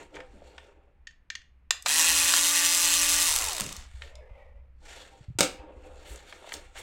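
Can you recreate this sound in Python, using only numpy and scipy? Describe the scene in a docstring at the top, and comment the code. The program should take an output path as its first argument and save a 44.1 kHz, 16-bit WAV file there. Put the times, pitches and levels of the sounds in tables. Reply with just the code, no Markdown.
"""Small workroom: a cordless screwdriver backs a screw out of a hand-held steel bracket, close by.
The bit taps and snaps into the screw head (noise bursts ringing the steel); the motor spins up, and one
simulated shaft drives gear clacks, hum and whine until it coasts to a stop. A faint resonant hiss follows
(filtered noise), sleeves rustle (patchy noise), a hard part clatters on the booming bench, and the bracket is
turned in the hand (knocks, finger hiss). Bench rumble, soft bumps and quiet room air lie beneath."""
import sys
import numpy as np
from scipy import signal
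from scipy.fft import rfft, irfft
from scipy.io import wavfile
from scipy.ndimage import uniform_filter1d, map_coordinates

SR = 44100
rng = np.random.default_rng(int(sys.argv[2]) if len(sys.argv) > 2 else 0)


def wav_out(sig):
    """Save sig, one row per channel (or a flat mono array), as 16-bit PCM at SR to the path in sys.argv[1]."""
    wavfile.write(sys.argv[1], SR, np.round(np.clip(np.atleast_2d(sig).T, -1, 1) * 32767).astype(np.int16))


N = 300762
TIME = np.arange(N) / SR

# trigger pressed and released
ON_S, OFF_S = 1.843, 3.263
# free-running motor speed [turns/s]; time in which the tight screw works loose
FREE_HZ, LOOSEN_S = 291.8, .25
# resonance of the motor body
BODY_HZ, BODY_WIDTH_HZ = 980, 200
# gearbox shell, relative response: (frequency [Hz], level [dB])
SHELL = [(100, -25), (400, -25), (750, -16), (980, -9.5), (1300, -13), (1600, -12), (1800, -12.5),
         (2250, -2.5), (2700, -3.5), (4500, -1.5), (7800, 2.5), (9500, -1), (11500, -6), (16000, -13)]
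# bench top modes, relative: (frequency [Hz], level [dB], t60 [s])
BENCH = [(199, -6, 0.22), (313, 3, 0.12), (382, 2.5, 0.071), (434.6, -3.5, 0.12), (513, 3.5, 0.088),
         (595, -0.5, 0.15), (724, -6, 0.16), (800, 5.5, 0.077), (940, 5.5, 0.07), (1540, -3, 0.088),
         (1910, -15.5, 0.18)]


def amp(db):
    """Decibels to gain."""
    return np.exp(np.asarray(db) * np.log(10) / 20)


def unit(x):
    """Scale to rms 1."""
    return x / np.sqrt(np.mean(x ** 2) + 1e-20)


def walk(rate_hz):
    """Smooth random drift of rms 1, aiming at rate_hz new values a second."""
    count = int(SR / rate_hz)
    steps = np.repeat(rng.standard_normal(N // count + 1), count)
    return unit(uniform_filter1d(steps, count)[:N])


def since(s):
    """Seconds gone by after a moment; zero before it."""
    return np.maximum(TIME - s, 0)


def swell(middle_s, half_length_s):
    """A stroke of the arm speeds up and slows down again."""
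    return np.exp(-((TIME - middle_s) / half_length_s) ** 2)


def grit(spread_db):
    """Noise of many tiny impacts, a few much harder than the rest."""
    hardness = np.minimum(rng.exponential(size=N), 5)
    return rng.standard_normal(N) * amp(spread_db * hardness)


def colour(x, points):
    """Causal minimum-phase filter of unit power gain through (frequency [Hz], level [dB]) points."""
    size = 8192
    hz, db = np.transpose(points)
    log_hz = np.log(np.fft.rfftfreq(size, 1 / SR) + 1)
    log_gain = np.log(amp(np.interp(log_hz, np.log(hz), db)))
    cepstrum = irfft(log_gain)[:size // 2]
    cepstrum[1:] *= 2
    response = irfft(np.exp(rfft(cepstrum, size)))[:size // 2]
    return signal.fftconvolve(x, response / np.linalg.norm(response))[:len(x)]


def band(x, hz, width_hz):
    """One resonance, gain 1 at its centre."""
    return signal.lfilter(*signal.iirpeak(hz, hz / width_hz, fs=SR), x)


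def ring(x, modes):
    """Drive decaying modes (frequency [Hz], level [dB], t60 [s]) at unit power gain."""
    t = TIME[:SR // 2]
    response = sum(amp(db - 60 * t / t60_s) * np.sin(2 * np.pi * hz * t) for hz, db, t60_s in modes)
    return signal.fftconvolve(x, response / np.linalg.norm(response))[:len(x)]


def resonate(x, peaks, shift_db=2.5, rate_hz=14):
    """Resonances (frequency [Hz], width [Hz], level [dB]), total power kept; each level drifts."""
    y = sum(amp(db + shift_db * walk(rate_hz)) * band(x, hz, width_hz) for hz, width_hz, db in peaks)
    return y * np.std(x) / np.std(y)


def wander(x, share, rate_hz):
    """Let all pitches stray together by about this share."""
    return np.interp(TIME + share / rate_hz * walk(rate_hz), TIME, x)


def patchy(x, low_hz, high_hz, spread_db, rate_hz):
    """Each third of an octave swells and fades on its own, as folds open and close."""
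    centres_hz = np.geomspace(low_hz, high_hz, 15)
    return sum(band(x, hz, hz / 6) * amp(spread_db * walk(rate_hz)) for hz in centres_hz)


def contact(length_s, rise_s=0.00027):
    """A hard contact chatters: a burst of tiny impacts that dies away."""
    t = TIME[:SR // 4]
    return rng.standard_normal(len(t)) * (1 - np.exp(-t / rise_s)) * np.exp(-t / length_s)


def place(x, s, db):
    """Set a short sound at its time; its level is its energy spread over 10 ms."""
    gain = amp(db) * np.sqrt(SR / 100) / np.linalg.norm(x)
    return np.pad(x * gain, (int(s * SR), N))[:N]


def room(x, t60_low_s=0.31, t60_high_s=0.24, treble_db=-2):
    """Bench and near walls answer from 3 ms on as decaying noise; the treble dies faster."""
    t = TIME[:SR // 2]
    noise = rng.standard_normal(len(t)) * (t > .003)
    low = signal.sosfilt(signal.butter(3, 4000, fs=SR, output="sos"), noise)
    high = signal.sosfilt(signal.butter(3, 4000, "highpass", fs=SR, output="sos"), noise)
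    response = low * amp(-60 * t / t60_low_s) + high * amp(treble_db - 60 * t / t60_high_s)
    return signal.fftconvolve(x, response / np.linalg.norm(response))[:N]


def background(rumble_floor_db=-59.5, air_db=-70.5):
    """The bench rumbles as the arms lean and takes soft bumps, over the quiet air of the room."""
    # soft bumps, damped sines: (time [s], level [dB], pitch [Hz], length [s])
    bump_table = [(2.082, -38, 55.3, 0.019), (3.609, -41.5, 124, 0.012), (3.66, -43.5, 148, 0.014),
                  (3.771, -37, 61.3, 0.013), (3.94, -37.5, 64, 0.011), (4.309, -37, 51, 0.0066),
                  (4.552, -41.5, 51, 0.012), (5.208, -46, 119.3, 0.0039), (5.283, -34, 91, 0.0053),
                  (5.302, -35.5, 124, 0.0046), (5.352, -39, 109, 0.0076), (5.592, -40.5, 56.6, 0.0082),
                  (5.766, -40.5, 57, 0.0088), (6.104, -34, 57.7, 0.012)]
    # arms lean and shift: (middle [s], half length [s], level [dB])
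    lean_table = [(0.306, 0.17, -58), (2.148, 0.14, -54), (3.551, 0.82, -48.5), (4.793, 0.26, -59),
                  (5.855, 0.34, -55), (6.7, 0.17, -56.5)]
    # rumble spectrum: (frequency [Hz], level [dB])
    rumble_colour = [(15, -3.5), (25, 7), (38, -9), (52, -2.5), (68, 6.5), (85, -13.5), (130, -20),
                     (250, -32.5), (600, -77.5)]
    # room air spectrum: (frequency [Hz], level [dB])
    air_colour = [(100, 0), (350, -12), (600, -17.5), (1100, -17), (2400, -19.5), (3500, -32), (6000, -42),
                  (16000, -48)]
    t = TIME[:SR // 3]
    bumps = sum(place(t * np.exp(-t / length_s) * np.sin(2 * np.pi * hz * t), s, db)
                for s, db, hz, length_s in bump_table)
    leaning = sum(amp(db) * swell(s, half_length_s) for s, half_length_s, db in lean_table)
    rumble = unit(colour(rng.standard_normal(N), rumble_colour)) * (amp(rumble_floor_db) + leaning)
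    air = unit(colour(rng.standard_normal(N), air_colour)) * amp(air_db)
    return bumps + rumble + air


def sleeves(flap_trim_db=-3, bench_trim_db=-7, rub_trim_db=-1):
    """Heavy cloth drags softly over the bench top, and its weave swishes as it slides."""
    # strokes, levels before trim: (middle [s], half length [s], drag on bench [dB], rubbing hiss [dB])
    stroke_table = [(0.0, 0.049, -43.5, -55), (0.169, 0.057, -47.5, -62), (0.357, 0.13, -60.5, -68.5),
                    (0.488, 0.048, -62.5, -62.5), (0.613, 0.087, -59.5, -66), (0.676, 0.23, -61, -84),
                    (3.89, 0.066, -84, -62), (3.972, 0.041, -77, -59.5), (4.055, 0.052, -62, -54),
                    (4.876, 0.042, -58, -57.5), (4.969, 0.084, -67.5, -48.5), (5.092, 0.17, -58.5, -63),
                    (5.62, 0.15, -49, -89), (5.897, 0.13, -53.5, -64.5), (6.118, 0.1, -51.5, -52.5),
                    (6.324, 0.078, -54, -52), (6.522, 0.076, -50.5, -49), (6.63, 0.089, -60, -60),
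                    (6.791, 0.031, -57, -42)]
    # dragging cloth spectrum: (frequency [Hz], level [dB])
    flap_colour = [(130, -10.5), (190, -10.5), (300, -1.5), (510, 7.5), (700, -1), (900, 2.5), (1100, -5),
                   (1450, -7), (2050, -12.5), (2600, -11), (3300, -21.5), (6000, -45)]
    # rubbing weave spectrum: (frequency [Hz], level [dB])
    rub_colour = [(500, -7.5), (800, 2), (1050, -5), (1400, 3), (2200, 2), (3300, 1.5), (4200, -1),
                  (5200, -8), (6500, -5), (7900, -3), (9800, -17), (16000, -30.5)]
    drag_level = sum(amp(drag_db) * swell(s, half_length_s)
                     for s, half_length_s, drag_db, _ in stroke_table)
    rub_level = sum(amp(hiss_db + rub_trim_db) * swell(s, half_length_s)
                    for s, half_length_s, _, hiss_db in stroke_table)
    drag = colour(rng.standard_normal(N) * amp(2.2 * walk(70)), flap_colour)
    drag = patchy(drag, 130, 3300, spread_db=3.6, rate_hz=24)
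    weave = colour(grit(2.2) * amp(2 * walk(170)), rub_colour)
    weave = patchy(weave, 550, 14000, spread_db=2.5, rate_hz=24)
    cloth = amp(flap_trim_db) * unit(drag) + amp(bench_trim_db) * unit(ring(drag, BENCH))
    return drag_level * cloth + rub_level * unit(weave)


def knocks():
    """Small parts, tool and bracket knock and scuff in the hands: doubly band-passed contacts."""
    # levels before the colour: (time [s], level [dB], pitch [Hz], length [s])
    knock_table = [(0.142, -54, 2170, 0.015), (0.153, -58, 5800, 0.0093), (0.159, -51, 2250, 0.0038),
                   (0.167, -46, 1530, 0.0053), (0.203, -46.5, 1630, 0.0041), (0.334, -51, 187, 0.085),
                   (0.419, -57, 497, 0.0069), (0.58, -46.5, 1700, 0.004), (1.824, -46, 9400, 0.0021),
                   (3.595, -37, 1260, 0.02), (3.606, -35, 135, 0.068), (3.805, -72, 5000, 0.0018),
                   (3.839, -63, 4870, 0.0027), (4.02, -42.5, 1920, 0.0033), (4.154, -55, 4800, 0.0025),
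                   (5.703, -61, 493, 0.0067), (6.159, -51.5, 7000, 0.0016), (6.325, -45.5, 1640, 0.003),
                   (6.423, -56.5, 610, 0.0049), (6.443, -54, 880, 0.0041), (6.474, -53.5, 754, 0.0021),
                   (6.492, -57.5, 3600, 0.0022), (6.521, -39.5, 1670, 0.0023), (6.539, -39.5, 4900, 0.0029),
                   (6.567, -53, 5500, 0.004), (6.754, -46, 1410, 0.059)]
    # short resonances of hand-damped metal and plastic: (frequency [Hz], level [dB])
    knock_colour = [(100, -8), (400, 1.5), (620, 7), (850, 0.5), (1100, -1), (1400, -4), (1700, -3),
                    (2250, 1), (2700, -6.5), (3200, 1.5), (4500, -4), (8000, 1), (11000, -11)]
    blows = sum(place(band(band(contact(length_s), hz, 1.07 * hz), hz, 1.07 * hz), s, db)
                for s, db, hz, length_s in knock_table)
    return colour(blows, knock_colour)


def taps():
    """The bit feels for the screw head: slow-rising contacts."""
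    # (time [s], level [dB], length [s])
    tap_table = [(1.07, -41.5, 0.0034), (1.107, -59, 0.0044), (1.301, -33.5, 0.0026), (1.352, -36, 0.0026),
                 (1.4165, -59.5, 0.0021)]
    # tap spectrum: (frequency [Hz], level [dB])
    tap_colour = [(500, -41.5), (1300, -16.5), (1850, 4.5), (2300, -4.5), (3000, -4.5), (3700, -8),
                  (5200, -12.5), (6600, -9), (7800, -17), (9500, -38.5), (11500, -40), (12700, -47),
                  (14500, -42), (16000, -47)]
    return sum(place(colour(contact(length_s, rise_s=0.0021), tap_colour), s, db)
               for s, db, length_s in tap_table)


def snaps():
    """Bit, trigger and spindle lock snap home: contacts through one broad resonance each."""
    # (time [s], level [dB], pitch [Hz], length [s])
    snap_table = [(1.707, -19, 4150, 0.0024), (1.86, -23, 1710, 0.0085), (2.337, -20.5, 2200, 0.003)]
    # snap spectrum: (frequency [Hz], level [dB])
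    snap_colour = [(200, -25.5), (600, -6), (1050, -1), (1450, -3.5), (1800, 0), (2150, -5.5), (2700, -1),
                   (3200, -10.5), (3700, -1), (6200, -5), (7300, 2), (9300, -16), (12000, -12.5),
                   (16000, -20.5)]
    return sum(place(band(colour(contact(length_s, rise_s=0.0007), snap_colour), hz, 2 * hz), s, db)
               for s, db, hz, length_s in snap_table)


def metalwork(tap_ring_db=-24, snap_ring_db=-25, knock_ring_db=-18):
    """Knocks, taps and snaps; each sets the hand-damped bracket ringing a little."""
    # steel bracket modes, relative: (frequency [Hz], level [dB], t60 [s])
    bracket = [(1070, -8, .1), (1800, -7, .11), (1900, -10, .11), (2374, -8, .2), (2860, -5, .25),
               (3542, -2, .2), (3650, -3, .2), (4134, -7, .25), (4570, -6, .14), (5103, -6, .25),
               (5360, -5, .14), (6288, -6, .2), (6600, -12, .45), (6912, -2, .16), (7251, -6, .14),
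               (7838, -11, .16), (11610, -18, .2)]
    knock, tap, snap = knocks(), taps(), snaps()
    drive = amp(tap_ring_db) * tap + amp(snap_ring_db) * snap + amp(knock_ring_db) * knock
    return knock + tap + snap + ring(drive, bracket)


def motor_speed(spin_up_s=.025, load_sag_hz=29, brake_hz_per_s=236, grease_s=.5):
    """Turns a second: inertia delays the start, the tight screw holds back; friction and grease stop it."""
    driven = FREE_HZ * (1 - np.exp(-since(ON_S) / spin_up_s))
    driven = driven - load_sag_hz * np.exp(-since(ON_S) / LOOSEN_S)
    # dry friction slows it steadily, grease in proportion to speed
    kept = np.exp(-since(OFF_S) / grease_s)
    return np.maximum(driven * kept - brake_hz_per_s * grease_s * (1 - kept), 0)


def disperse(x, stages=3, lag_s=.00031, feedback=.62):
    """Reflections in the shell draw a click out, the same way every time, uncoloured (all-pass chain)."""
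    for k in range(stages):
        gap = np.zeros(int(lag_s * SR * 1.6 ** k))
        x = signal.lfilter(np.r_[-feedback, gap, 1], np.r_[1, gap, -feedback], x)
    return x


def clacks(turns, scatter_db=1.5, wobble_db=1.5, tick_db=12.5, rebound_db=14.5, chatter_db=-2,
           decay_s=.0017, loose_db=-11, jitter_turns=.008, grit_db=2.4):
    """Planet gears slap through their backlash: tick, fixed rebound, short chatter; loose teeth rattle."""
    count = int(turns[-1]) + 2
    chance = rng.standard_normal((count, 2)).clip(-2, 2)
    cycle = turns.astype(int)
    # the second gear stage comes round once in 16 slaps and leans on the first
    lean = np.sin(2 * np.pi * np.arange(count) / 16)
    force = amp(scatter_db * chance[:, 0] + wobble_db * lean)[cycle]
    late = turns - jitter_turns * np.interp(turns, np.arange(count), chance[:, 1])
    ticks = np.diff(np.floor(late), prepend=0).clip(0, 1)
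    age_s = TIME - np.maximum.accumulate(TIME * ticks)
    rebound = band(disperse(ticks), hz=4200, width_hz=6000)
    chatter = np.exp(-age_s / decay_s) * rng.standard_normal(N)
    slaps = force * (amp(tick_db) * ticks + amp(rebound_db) * rebound + amp(chatter_db) * chatter)
    slaps = slaps + amp(loose_db) * unit(grit(grit_db))
    # rms 1 while the trigger is held
    return slaps / np.std(slaps[(TIME > ON_S) & (TIME < OFF_S)])


def soften(x, share, corner_hz=8500):
    """Slower slaps are duller: the top of the treble shrinks to this share."""
    dull = signal.sosfiltfilt(signal.butter(3, corner_hz, fs=SR, output="sos"), x)
    return dull + share * (x - dull)


def rattle(planets, screw_turns, speed_share, drive_db=-23.5, shell_db=-1.0, housing_db=-13,
           grind_db=-7, load_db=4.0, take_up_s=.045):
    """Slaps ring the shell, harder with speed and load; via the bit the screw rasps in the bracket."""
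    # narrow gear housing resonances, relative: (frequency [Hz], width [Hz], level [dB])
    housing = [(3260, 70, -2), (3640, 100, -1), (4230, 170, -6), (4730, 130, -6), (5710, 160, -2),
               (6800, 90, 0), (7570, 90, -1), (7860, 150, 0), (8890, 180, -2), (9730, 250, -6)]
    # bracket with the screw turning in it, relative: (frequency [Hz], width [Hz], level [dB])
    grind = [(1010, 200, -10), (1750, 130, -.5), (1885, 110, 1), (2520, 240, -1), (2780, 220, -2),
             (3620, 200, -5)]
    # the gears take up the load, heaviest until the screw works loose
    engaged = (1 - np.exp(-since(ON_S) / take_up_s)) * amp(load_db * np.exp(-since(ON_S) / LOOSEN_S))
    force = amp(drive_db) * speed_share * engaged
    slaps = soften(clacks(planets), np.sqrt(speed_share)) * force
    shell_ring = amp(shell_db) * colour(slaps, SHELL)
    # resonance levels drift as the grip shifts
    housing_ring = amp(housing_db) * wander(resonate(slaps, housing), share=.003, rate_hz=9)
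    jolts = clacks(planets, scatter_db=2, tick_db=10, rebound_db=14, decay_s=.0025, jitter_turns=.03)
    thread = wander(resonate(jolts, grind, shift_db=1.5), share=.008, rate_hz=14) * force
    # the screw binds once a turn, first at 2.035 s; the rasp fades as the thread comes out
    binding = np.cos(2 * np.pi * (screw_turns - np.interp(2.035, TIME, screw_turns)))
    bind_db, fade_db_per_s, flutter_db = 2, 6, 1.5
    rasp_db = grind_db + bind_db * binding - fade_db_per_s * since(ON_S) + flutter_db * walk(25)
    return shell_ring + housing_ring + amp(rasp_db) * thread


def partials(turns, orders, waver_db, rate_hz):
    """Wavering sines on (multiple of shaft speed, level [dB]) of a turning shaft."""
    return sum(amp(db + waver_db * walk(rate_hz)) * np.sin(2 * np.pi * (k * turns + rng.random()))
               for k, db in orders)


def tones(turns, planets, speed_share, hum_trim_db=-2.5, whine_trim_db=-2, coast_trim_db=-11,
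          body_db=7, rise_s=.06, cut_s=0.04, shake_turns=.006):
    """Powered, the rotor hums and teeth whine; coasting, an unsteady whine sweeps down past the body."""
    # rotor hum before trim: (multiple of motor speed, level [dB])
    hum_orders = [(1, -44), (2, -47), (3, -43.5), (4, -40.5), (5, -43), (6, -54.5), (7, -51.5), (9, -51)]
    # gear whine before trim: (multiple of planet passing rate, level [dB])
    whine_orders = [(4, -55.5), (6, -53), (7, -52), (9, -47), (10, -48), (11, -45.5), (16, -46.5),
                    (17, -45.5)]
    # coasting whine before trim: (multiple of motor speed, level [dB])
    coast_orders = [(3, -43), (4, -40), (6, -35.5)]
    coasting = 1 - np.exp(-since(OFF_S) / cut_s)
    current = (1 - np.exp(-since(ON_S) / rise_s)) * (1 - coasting)
    # the gear slaps shake the rotor
    shaken = turns + shake_turns * walk(150)
    hum = partials(shaken, hum_orders, waver_db=1.5, rate_hz=60)
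    whine = partials(planets, whine_orders, waver_db=5.0, rate_hz=43)
    coast = partials(shaken + .002 * walk(200), coast_orders, waver_db=2.2, rate_hz=50)
    # loudest at half speed
    coast = coast * coasting * (4 * speed_share * (1 - speed_share)) ** 6
    coast = coast + amp(body_db) * band(coast, BODY_HZ, BODY_WIDTH_HZ)
    # magnetic pull follows the current squared, tooth load the current itself
    powered = current ** 2 * amp(hum_trim_db) * hum + current * amp(whine_trim_db) * whine
    return powered + amp(coast_trim_db) * coast


def freewheel(speed_share, teeth_db=-38, body_db=-42, release_s=.03, power=.7):
    """Load gone, the gears float in their play: a dense chatter that also rings the motor body."""
    floating = (1 - np.exp(-since(OFF_S) / release_s)) * speed_share ** power
    teeth = grit(1.5) * amp(3.2 * walk(250))
    chatter = unit(colour(teeth, [(200, -12.0), (700, 4), (1500, 3.5), (4500, -3.0), (7500, -9),
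                                  (10000, -43), (16000, -38)]))
    body = unit(band(chatter, BODY_HZ, BODY_WIDTH_HZ))
    return floating * (amp(teeth_db) * chatter + amp(body_db) * speed_share * body)


def catches(length_s=.0006):
    """Single teeth catch as the motor runs down and stops, ticking against the shell."""
    # (time [s], level [dB])
    catch_table = [(3.339, -32), (3.362, -28), (3.388, -29.5), (3.443, -34), (3.487, -32.5), (3.532, -33.5),
                   (3.567, -37), (3.584, -39), (3.6, -32), (3.608, -29), (3.727, -42.5), (3.766, -43.5)]
    return sum(place(colour(contact(length_s, rise_s=.00005), SHELL), s, db) for s, db in catch_table)


def bench_echo(x, echo_db=-14):
    """An inverted near reflection combs the sound; notches glide as the tool settles on the screw."""
    # delay of the reflection off the bench: (time [s], delay [s])
    lag_table = [(1.9, .00134), (2.2, .00128), (2.9, .001266), (3.5, .00124)]
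    lag_s = np.interp(TIME, *np.transpose(lag_table))
    return x - amp(echo_db) * map_coordinates(x, [(TIME - lag_s) * SR])


def screwdriver(room_db=-12, planet_ratio=.593, gear_ratio=82):
    """One shaft drives rattle and tones; planet gears and screw turn at fixed shares of its speed."""
    speed_hz = motor_speed()
    speed_share = speed_hz / FREE_HZ
    turns = np.cumsum(speed_hz * (1 + .0007 * walk(40))) / SR
    planets = turns * planet_ratio
    # gear_ratio motor turns for one turn of the screw
    gears = rattle(planets, turns / gear_ratio, speed_share) + freewheel(speed_share) + catches()
    return bench_echo(gears) + tones(turns, planets, speed_share) + amp(room_db) * room(gears)


def faint_hiss(start_s=4, hold_s=0.44, level_db=-57, fade_db_per_s=80, flutter_db=2, attack_s=0.01):
    """A faint, soft hiss with wavering resonances swells up, holds and fades: filtered noise."""
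    # hiss resonances, relative: (frequency [Hz], width [Hz], level [dB])
    hiss_modes = [(535, 65, 1), (790, 270, -12.5), (1924, 92, -6), (2250, 81, -12)]
    fade_db = fade_db_per_s * since(start_s + hold_s)
    envelope = (1 - np.exp(-since(start_s) / attack_s)) * amp(level_db - fade_db)
    noise = colour(rng.standard_normal(N) * amp(flutter_db * walk(120)),
                   [(250, -28), (480, -0.5), (2500, -6), (4000, -14.0), (10000, -15)])
    hiss = resonate(noise, hiss_modes, shift_db=1.2)
    return envelope * unit(wander(hiss, share=.03, rate_hz=12))


def put_down(bench_db=-11):
    """A hard part drops on the bench and rocks with a clatter; the bench top booms."""
    # (time [s], level [dB], length [s])
    drop_table = [(5.3871, -23, 0.0083), (5.4067, -16, 0.0041), (5.429, -25, 0.0087), (5.445, -35.5, 0.007)]
    # drop spectrum: (frequency [Hz], level [dB])
    drop_colour = [(120, -13.5), (300, -2), (800, -1), (1100, -6.5), (1500, -3), (1900, -8.5), (2800, -2.5),
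                   (4000, -7), (8300, -4.5), (10500, -18), (16000, -25)]
    blows = sum(place(colour(contact(length_s, rise_s=0.000068), drop_colour), s, db)
                for s, db, length_s in drop_table)
    return blows + amp(bench_db) * unit(ring(blows, BENCH)) * np.std(blows)


def fingers(trim_db=-5, catch_db=2):
    """Dry skin slides along the steel as it is turned: a fine, high, fluttering hiss."""
    # strokes, level before trim: (middle [s], half length [s], level [dB])
    finger_table = [(5.863, 0.015, -64), (6.11, 0.041, -49.5), (6.543, 0.012, -39), (6.795, 0.021, -46)]
    hiss = colour(rng.standard_normal(N), [(2000, -35.0), (8000, 4.5), (10500, -5.0), (15000, -12)])
    strokes = sum(amp(db) * swell(s, half_length_s) for s, half_length_s, db in finger_table)
    return unit(hiss) * strokes * amp(trim_db + catch_db * walk(84))


def scene(metal_room_db=-12, drop_room_db=-6, soft_room_db=-9):
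    """The work is close; the part is put down further off, so more of the room is heard."""
    soft = sleeves() + faint_hiss() + fingers()
    metal = metalwork()
    drop = put_down()
    send = amp(metal_room_db) * metal + amp(drop_room_db) * drop + amp(soft_room_db) * soft
    return (background() + soft + metal + screwdriver() + drop + room(send))[None]


def record(dry, top_hz=16100):
    """Cut the top steeply with an elliptic low-pass."""
    return signal.sosfilt(signal.ellip(10, .2, 80, top_hz, fs=SR, output="sos"), dry)


dry = scene()
out = record(dry)
wav_out(out)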